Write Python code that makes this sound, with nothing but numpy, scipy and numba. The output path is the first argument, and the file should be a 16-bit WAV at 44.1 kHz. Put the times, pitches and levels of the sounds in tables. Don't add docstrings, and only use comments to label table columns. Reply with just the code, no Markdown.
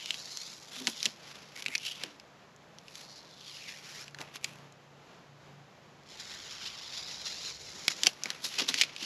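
import sys
import numpy as np
from scipy import signal
from scipy.fft import rfft, irfft
from scipy.io import wavfile
from scipy.ndimage import uniform_filter1d, map_coordinates
from numba import njit

SR = 44100
rng = np.random.default_rng(int(sys.argv[2]) if len(sys.argv) > 2 else 0)


def file_out(sig):
    cols = np.atleast_2d(sig).T
    lim = np.clip(cols, -1, 1)
    pcm = np.round(lim * 32767).astype(np.int16)
    wavfile.write(sys.argv[1], SR, pcm)


N = 399105

# [f/Hz, level/dB]
POP_COLOUR = [(60, -27), (250, -1.5), (600, -3), (2500, 4.5), (5600, 2.5), (7200, -2), (8000, -8.5),
              (10000, -5.5), (11300, -6), (13000, -17), (14500, -36), (16000, -87)]
GLUE_POPS_PER_S = 2400

# [t/s, pull/dB, strip resonance f/Hz, ring/dB, upper resonance f/Hz]
FIRST_PEEL = [(0, -44, 3000, 18, 6800), (.13, -45.5, 2970, 2, 6800), (.21, -47, 4400, 9, 6540),
              (.46, -44.5, 4250, 8.5, 6900), (.62, -55.5, 4030, -5, 7100), (.92, -48.5, 3380, 10, 5730),
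              (1.05, -41, 3200, -9, 5400)]
PICKING = [(2.94, -60, 4400, 14, 5700), (3.13, -53.5, 4460, 14, 5200), (3.28, -58.5, 4050, 12, 4970),
           (3.48, -50, 3230, 6, 4450), (3.56, -47.5, 2900, 3, 4930), (3.69, -50, 2160, 8, 5400),
           (3.82, -52, 1430, -5, 5500), (3.92, -48.5, 1270, -17, 5500), (4.02, -47, 1190, -22, 5560)]
LONG_PEEL = [(6.09, -53, 3500, 6, 7700), (6.3, -49, 3700, 5, 8000), (6.68, -46.5, 3000, 4, 4730),
             (6.97, -44.5, 3800, 5, 4530), (7.48, -43.5, 3920, 8.5, 6700), (7.54, -49.5, 4200, 8, 6550),
             (8.03, -45, 3070, -29, 6700)]


def gain_of(db):
    return 10 ** (np.asarray(db) / 20)


def evened(x):
    return x / np.sqrt(np.mean(x ** 2) + 1e-20)


def read(points, hz):
    f, value = np.transpose(points)
    return np.interp(np.log(hz + 1), np.log(f + 1), value)


def follow(rows):
    s, *columns = np.transpose(rows)
    return [np.interp(np.arange(N) / SR, s, c) for c in columns]


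def add(mix, s, sound):
    part = mix[max(round(s * SR), 0):][:len(sound)]
    part += sound[:len(part)]


def drift(hz, size=N):
    f = np.fft.rfftfreq(size, 1 / SR)
    spectrum = rfft(rng.standard_normal(size))
    return evened(irfft(spectrum / (1 + (f / hz) ** 4), size))


def colour(x, points, size=2048):
    log_gain = np.log(gain_of(read(points, abs(np.fft.fftfreq(size, 1 / SR)))))
    minimum_phase = np.exp(np.conj(signal.hilbert(log_gain)))
    taps = np.fft.ifft(minimum_phase).real
    return signal.oaconvolve(x, taps)[:len(x)]


@njit
def two_pole(x, hz, damping):
    out, s1, s2 = np.zeros((3, len(x))), 0., 0.
    for i in range(len(x)):
        g = np.tan(np.pi * hz[i] / SR)
        high = (x[i] - (damping + g) * s1 - s2) / (1 + g * (g + damping))
        band = g * high + s1
        low = g * band + s2
        s1, s2 = g * high + band, g * band + low
        out[0, i], out[1, i], out[2, i] = low, band, high
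    return out


def away(t, start, end, rise_s, release_s):
    return np.maximum(start - t, 0) / rise_s + np.maximum(t - end, 0) / release_s


def workshop(air_db=-57.5, air_swell_db=1.1, air_swell_hz=5, shaft_hz=28.4, waver=0.28,
             drone_hz=64, drone_damping=0.86):
    # [f/Hz, level per Hz/dB]
    air_colour = [(30, -22), (70, -6), (110, -5), (170, 6), (270, -1), (600, 1), (1200, -3), (2200, -8),
                  (4000, -12.5), (7000, -18), (8500, -31.5), (12000, -28.5), (15000, -74)]
    # [multiple of the shaft speed, level/dB]
    hum_partials = [(3, -10.5), (4, -2), (5, 8)]
    # [t/s, level/dB]
    hum_level = [(0, -70.5), (3.7, -68), (4.2, -59.5), (5.1, -66.5), (5.32, -58), (5.85, -64.5),
                 (6.15, -69.5), (9.05, -67.5)]
    # [t/s, level/dB]
    drone_level = [(5.7, -91), (6.2, -72), (7.75, -65), (8, -80)]
    hiss = evened(colour(rng.standard_normal(N), air_colour))
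    air = gain_of(air_db + air_swell_db * drift(air_swell_hz)) * hiss
    turns = np.cumsum(shaft_hz * (1 + 0.0091 * drift(hz=3.4))) / SR
    hum = np.zeros(N)
    for multiple, db in hum_partials:
        hum += gain_of(db) * (1 + waver * drift(hz=5.8)) * np.sin(2 * np.pi * multiple * turns)
    drone = evened(two_pole(drift(hz=2 * drone_hz), np.full(N, float(drone_hz)), drone_damping)[2])
    return air + gain_of(follow(hum_level)[0]) * evened(hum) + gain_of(follow(drone_level)[0]) * drone


def room(x, gap_s=0.005):
    # [f/Hz, t60/s]
    decay = [(3000, 0.081), (14000, 0.025)]
    hz, t, z = signal.stft(rng.standard_normal(SR // 2), SR, nperseg=256)
    fading = z * gain_of(-60 * t / read(decay, hz)[:, None])
    tail = signal.istft(fading, SR, nperseg=256)[1]
    tail *= 1 - np.exp(-(np.arange(len(tail)) / SR / gap_s) ** 2)
    return signal.fftconvolve(x, tail / np.linalg.norm(tail))[:N]


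def thuds(knock_s=0.055, sag=0.206, rise_share=0.029, lowest_hz=150):
    # [t/s, level/dB, f/Hz, t60/s]
    bumps = [(.752, -49, 260, .5), (.803, -38, 265, 0.2), (.874, -35, 242, 0.13), (1.058, -35, 224, 0.094),
             (1.682, -43, 260, 0.084), (2.035, -37, 260, 0.042), (2.045, -49.5, 302, 0.5),
             (4.204, -44, 247, 0.052), (8.037, -39.5, 310, 0.12), (8.066, -31.5, 310, 0.053),
             (8.257, -35.5, 290, 0.036), (8.593, -38.5, 393, 0.2), (8.612, -35.5, 293, 0.13),
             (8.69, -38, 260, 0.11), (8.742, -41, 290, 0.095), (9.022, -39.5, 272, 0.1)]
    out, t = np.zeros(N), np.arange(SR // 2) / SR
    for s, db, hz, t60 in bumps:
        pitch = hz * np.exp(-sag * np.minimum(t / t60, 1))
        rough = min((knock_s / t60) ** 0.87, 1)
        knock = evened(two_pole(rng.standard_normal(len(t)), pitch, rough)[1])
        tone = np.sin(2 * np.pi * np.cumsum(pitch) / SR)
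        note = np.sqrt(1 - rough) * tone + np.sqrt(rough) * knock
        add(out, s, gain_of(db - 60 * t / t60) * (1 - np.exp(-t / (rise_share * t60))) * note)
    return signal.sosfilt(signal.butter(4, lowest_hz, "high", fs=SR, output="sos"), out)


def pops(per_s, spread_db, top):
    n = len(per_s)
    size = gain_of(spread_db * np.minimum(rng.exponential(1, n), top)) / np.sqrt(per_s)
    struck = rng.choice([-1., 1.], n) * (rng.random(n) < per_s / SR)
    return evened(size * struck)


def crackle(pull_db, full_per_s, hz, ring_db, body_db, sparkle_db, upper_hz, fizz_db,
            clump_db=2.5, sparkle_hz=7200, damping=0.96, ring_damping=0.14, upper_db=-5, upper_damping=0.44):
    n = len(pull_db)
    per_s = full_per_s * gain_of(np.clip(pull_db + 44.5, -26, 0)) ** 1.3
    clumps = gain_of(clump_db * drift(hz=113, size=n))

    def breaking():
        fizz = gain_of(fizz_db) * rng.standard_normal(n)
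        return colour(clumps * (pops(per_s, spread_db=2.5, top=4.1) + fizz), POP_COLOUR)

    drive, under = breaking(), breaking()
    sheet = two_pole(two_pole(drive, hz, damping)[2], hz, damping)[2]
    ring = gain_of(ring_db) * ring_damping * two_pole(drive, hz, ring_damping)[1]
    upper = gain_of(upper_db) * upper_damping * two_pole(sheet, upper_hz * np.ones(n), upper_damping)[1]
    body = gain_of(body_db) * two_pole(under, hz, np.sqrt(2))[0]
    strip = sheet - ring + upper + body
    dull = signal.sosfiltfilt(signal.butter(3, min(sparkle_hz, SR / 3), fs=SR, output="sos"), strip)
    strip = dull + gain_of(sparkle_db) * (strip - dull)
    power = uniform_filter1d(strip ** 2, size=2600)
    return gain_of(pull_db) * strip / np.sqrt(abs(power) + 1e-12)


def rustles(upper_hz=5400, base_fizz_db=7.5, stiffen_octaves=0.14):
    # [peak t/s, level/dB, rise/s, release/s, resonance f/Hz, ring/dB, body/dB, sparkle/dB, pops per s]
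    squeezes = [(.77, -42, 0.1, 0.18, 3480, 19.5, 12.5, 12.5, 790),
                (0.886, -36.5, 0.021, 0.043, 3530, -6, 1, 9, 3400),
                (1.063, -43.5, 0.1, 0.027, 3180, -9, -5, 5, 1700),
                (1.29, -49.5, 0.22, 0.51, 2710, -26, 6, -1, 4200),
                (1.59, -41.5, 0.065, 0.11, 2200, 9, 0, 5, 540),
                (1.74, -39, 0.061, 0.047, 2220, 26, -6, 14, 660),
                (1.871, -35, 0.09, 0.12, 2980, 19, -4, 7.5, 1050),
                (2.025, -45.5, 0.14, 0.14, 2760, 7, 7, -1, 3500),
                (3.0, -48.5, 0.18, 0.1, 4100, 11, 10.5, 10, 1800),
                (4.212, -42, 0.043, 0.035, 890, -4, 22, 5, 2700),
                (4.24, -54.5, 0.039, 0.27, 2500, 17, 17, 4, 5000),
                (4.36, -41, 0.03, 0.019, 2720, 5, 8, 7.5, 2000),
                (4.455, -49, 0.064, 0.17, 2480, 17, 9, 11, 890),
                (8.06, -36.5, 0.055, 0.081, 2730, -23, 2, 2, 2400),
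                (8.29, -45, 0.19, 0.27, 2300, -24, 8, -0.5, 3600),
                (8.447, -31.5, 0.023, 0.066, 3740, 6, 1, 7, 6100),
                (8.54, -38, 0.062, 0.071, 3050, 5, 3, 1, 4400),
                (8.598, -26, 0.033, 0.057, 2700, 3, 1, -4, 1600),
                (8.689, -26.5, 0.012, 0.031, 3860, 17, 11.5, 8, 1400),
                (8.811, -30, 0.14, 0.052, 2310, -7, -6, -3.5, 3100),
                (8.861, -48, 0.11, 0.4, 2400, -2, 7.5, -6, 3000),
                (9.04, -34.5, 0.078, 0.14, 2880, 2, -4, -4, 1800)]
    out, t = np.zeros(N), np.arange(-SR // 2, SR // 2) / SR
    for s, db, rise_s, release_s, hz, ring_db, body_db, sparkle_db, per_s in squeezes:
        pull_db = db - 20 * away(t, 0, 0, rise_s, release_s)
        pitch = hz * 2 ** (stiffen_octaves * np.tanh(2 * t / (rise_s + release_s)))
        fizz_db = base_fizz_db + 20 * np.log10(per_s / GLUE_POPS_PER_S)
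        add(out, s + t[0], crackle(pull_db, per_s, pitch, ring_db, body_db, sparkle_db, upper_hz, fizz_db))
    return out


def snap(hz, crack_db, cycles=1.53, overtone=1.75, overtone_db=-9, front_s=.00012, crack_s=0.0014,
         rattle_s=0.00059, rattle_db=-12):
    # [f/Hz, level/dB]
    crack_colour = [(100, -10), (400, -8), (1200, -6.5), (3000, 10), (5200, 7.5), (7200, 2), (8300, -4.5),
                    (11000, -8), (13500, -25), (16000, -48)]
    t = np.arange(1400) / SR
    tear, flutter = rng.standard_normal((2, len(t)))

    def damped(f):
        return evened(np.sin(2 * np.pi * f * t) * np.exp(-t * f / cycles) * (1 - np.exp(-t * f)))

    ring = evened(colour(damped(hz) - gain_of(overtone_db) * damped(hz * overtone), POP_COLOUR))
    burst = evened(t == 0) + 1.9 * evened(tear * np.exp(-t / crack_s))
    crack = evened(colour(burst, crack_colour) * (1 - np.exp(-t / front_s)))
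    jerk = ring + gain_of(crack_db) * crack
    flutter *= np.exp(-t / rattle_s) * (1 - np.exp(-t / crack_s))
    rattle = signal.fftconvolve(jerk, flutter)[:len(t)]
    jerk = evened(jerk) + gain_of(rattle_db) * evened(rattle)
    return jerk * np.sqrt(0.0034 * SR / np.sum(jerk ** 2))


def snaps(rebound_s=.004, rebound_db=-13, rebound_crack_db=-4):
    # [t/s, level/dB, resonance f/Hz, bright crack/dB]
    jerks = [(.059, -34, 3280, 9), (0.1066, -24, 2900, -5.5), (0.143, -35, 3040, -2),
             (0.3724, -33, 6400, -9.5), (0.871, -21, 2650, 7), (0.8761, -25.5, 860, 11),
             (1.0047, -37, 3640, -2), (1.0293, -26, 5700, -2), (1.056, -21, 3500, -1),
             (1.0607, -22.5, 3280, -4), (1.6232, -36, 2460, 0), (1.6621, -25, 2400, -11),
             (1.6826, -33, 2820, -3), (1.752, -24.5, 2550, 0), (1.7548, -25, 2550, -4),
             (1.7799, -33.5, 5600, -13), (2.036, -29, 2830, 8.5), (2.1987, -46, 2480, 6),
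             (2.5629, -56, 6940, -10), (2.7856, -45.5, 5770, -2), (2.882, -44.5, 2700, 0),
             (2.9548, -41.5, 6200, 3), (4.0803, -42.5, 2700, -5), (4.1462, -40.5, 1700, 1),
             (4.187, -41, 1590, -5), (4.2054, -45, 1700, 15), (4.214, -37.5, 2020, 11),
             (4.3412, -51, 2600, 4), (4.367, -42, 2650, -6), (4.4436, -30.5, 7500, -20),
             (4.4453, -27, 2460, -3), (4.724, -55.5, 7000, -3), (7.8807, -16.5, 2250, 2),
             (8.0342, -19.5, 4800, 18), (8.062, -25, 4700, 13), (8.0682, -16.5, 2790, -2),
             (8.0697, -13.5, 5430, -3.5), (8.0701, -29, 766, 2), (8.2362, -27.5, 6300, -11),
             (8.2572, -30, 2230, -4), (8.3033, -27, 1780, 4), (8.5871, -30, 3100, 19),
             (8.6886, -22.5, 5060, 5), (8.742, -23, 2570, 1), (8.8129, -15.5, 3600, 1),
             (8.8167, -21.5, 2970, 2), (8.8204, -20, 2400, -6), (8.8357, -25.5, 2400, -3),
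             (8.9634, -35.5, 2640, 2)]
    out = np.zeros(N)
    for s, db, hz, crack_db in jerks:
        add(out, s, gain_of(db) * snap(hz, crack_db))
        add(out, s + rebound_s, gain_of(db + rebound_db) * snap(hz, rebound_crack_db))
    return two_pole(out, np.full(N, 160.), 1)[2]


def ribbon(damping=0.31, pops_per_s=2500):
    # [t/s, level/dB, f/Hz]
    lowest_note = [(6.05, -77, 2400), (6.22, -54.5, 1900), (6.58, -59.5, 1470), (7.0, -61, 750),
                   (7.45, -63.5, 510), (7.95, -60.5, 310), (8.1, -66, 303)]
    db, hz = follow(lowest_note)
    drive = pops(np.full(N, float(pops_per_s)), spread_db=7.5, top=2.95)
    return gain_of(db) * evened(two_pole(drive, hz, damping)[1] / np.sqrt(hz))


def plate(x, level_db):
    # [f/Hz, width/Hz, level/dB]
    resonances = [(2100, 700, -7), (4150, 300, -8), (4900, 200, -4), (5330, 240, -4), (5830, 200, -9),
                  (6900, 450, -1)]
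    rung = x.copy()
    for hz, width, db in resonances:
        rung += gain_of(level_db + db) * signal.lfilter(*signal.iirpeak(hz, hz / width, SR), x)
    return rung * np.std(x) / np.std(rung)


def hand(x, echo_s=.0011, sway=0.205, sway_hz=6.2, echo_db=-9):
    delay_s = echo_s * (1 + sway * drift(sway_hz, size=len(x)))
    echo = map_coordinates(x, [np.arange(len(x)) - delay_s * SR])
    return (x + gain_of(echo_db) * echo) / np.hypot(1, gain_of(echo_db))


def peels(uneven_db=1.0, uneven_hz=24, clump_db=1.0, rise_s=0.064, release_s=0.11,
          tug_rise_s=0.0094, tug_release_s=0.026):
    # [course, body below the resonance/dB, sparkle/dB, smooth fizz under the pops/dB, plate ring/dB]
    strips = [(FIRST_PEEL, -2.5, 0, -8, -7), (PICKING, -4.5, 0, -2, -9), (LONG_PEEL, -0.4, -3.5, -8, 0)]
    # [t/s, extra pull/dB]
    tugs = [(3.168, 4), (3.485, 3.5), (3.684, 7), (6.202, 9.5), (6.311, 4), (6.519, 6), (6.621, 7.5),
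            (6.664, 8.5), (6.93, 4), (6.98, 6.5), (7.09, 2), (7.262, 7), (7.307, 4), (7.451, 4.5),
            (7.486, 7), (7.905, 9.5)]
    out = np.zeros(N)
    for course, body_db, sparkle_db, fizz_db, plate_db in strips:
        s, *columns = np.transpose(course)
        t = max(s[0] - .5, 0) + np.arange(3 * SR) / SR
        pull_db, hz, ring_db, upper_hz = (np.interp(t, s, c) for c in columns)
        pull_db += uneven_db * drift(uneven_hz, size=len(t))
        pull_db -= 20 * away(t, s[0], s[-1], rise_s, release_s)
        for at, db in tugs:
            pull_db += db * np.exp(-away(t, at, at, tug_rise_s, tug_release_s) ** 2)
        strip = crackle(pull_db, GLUE_POPS_PER_S, hz, ring_db, body_db, sparkle_db, upper_hz, fizz_db,
                        clump_db=clump_db)
        add(out, t[0], plate(hand(strip), plate_db))
    return out


def scene(wet_db=-23, side_db=-20):
    tape = peels() + ribbon() + rustles() + snaps() + thuds()
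    mid = tape + gain_of(wet_db) * room(tape) + workshop()
    side = gain_of(side_db) * colour(room(mid), [(3000, -37), (7500, -23.0), (12500, 20.0)])
    return np.array([mid + side, mid - side])


def record(dry, notch_hz=9050, notch_q=6, edge_hz=15500):
    ported = signal.lfilter(*signal.iirnotch(notch_hz, notch_q, SR), dry)
    band_limit = signal.firwin(511, edge_hz, window=("kaiser", 9), fs=SR)
    return signal.oaconvolve(ported, band_limit[None], "same")


dry = scene()
out = record(dry)
file_out(out)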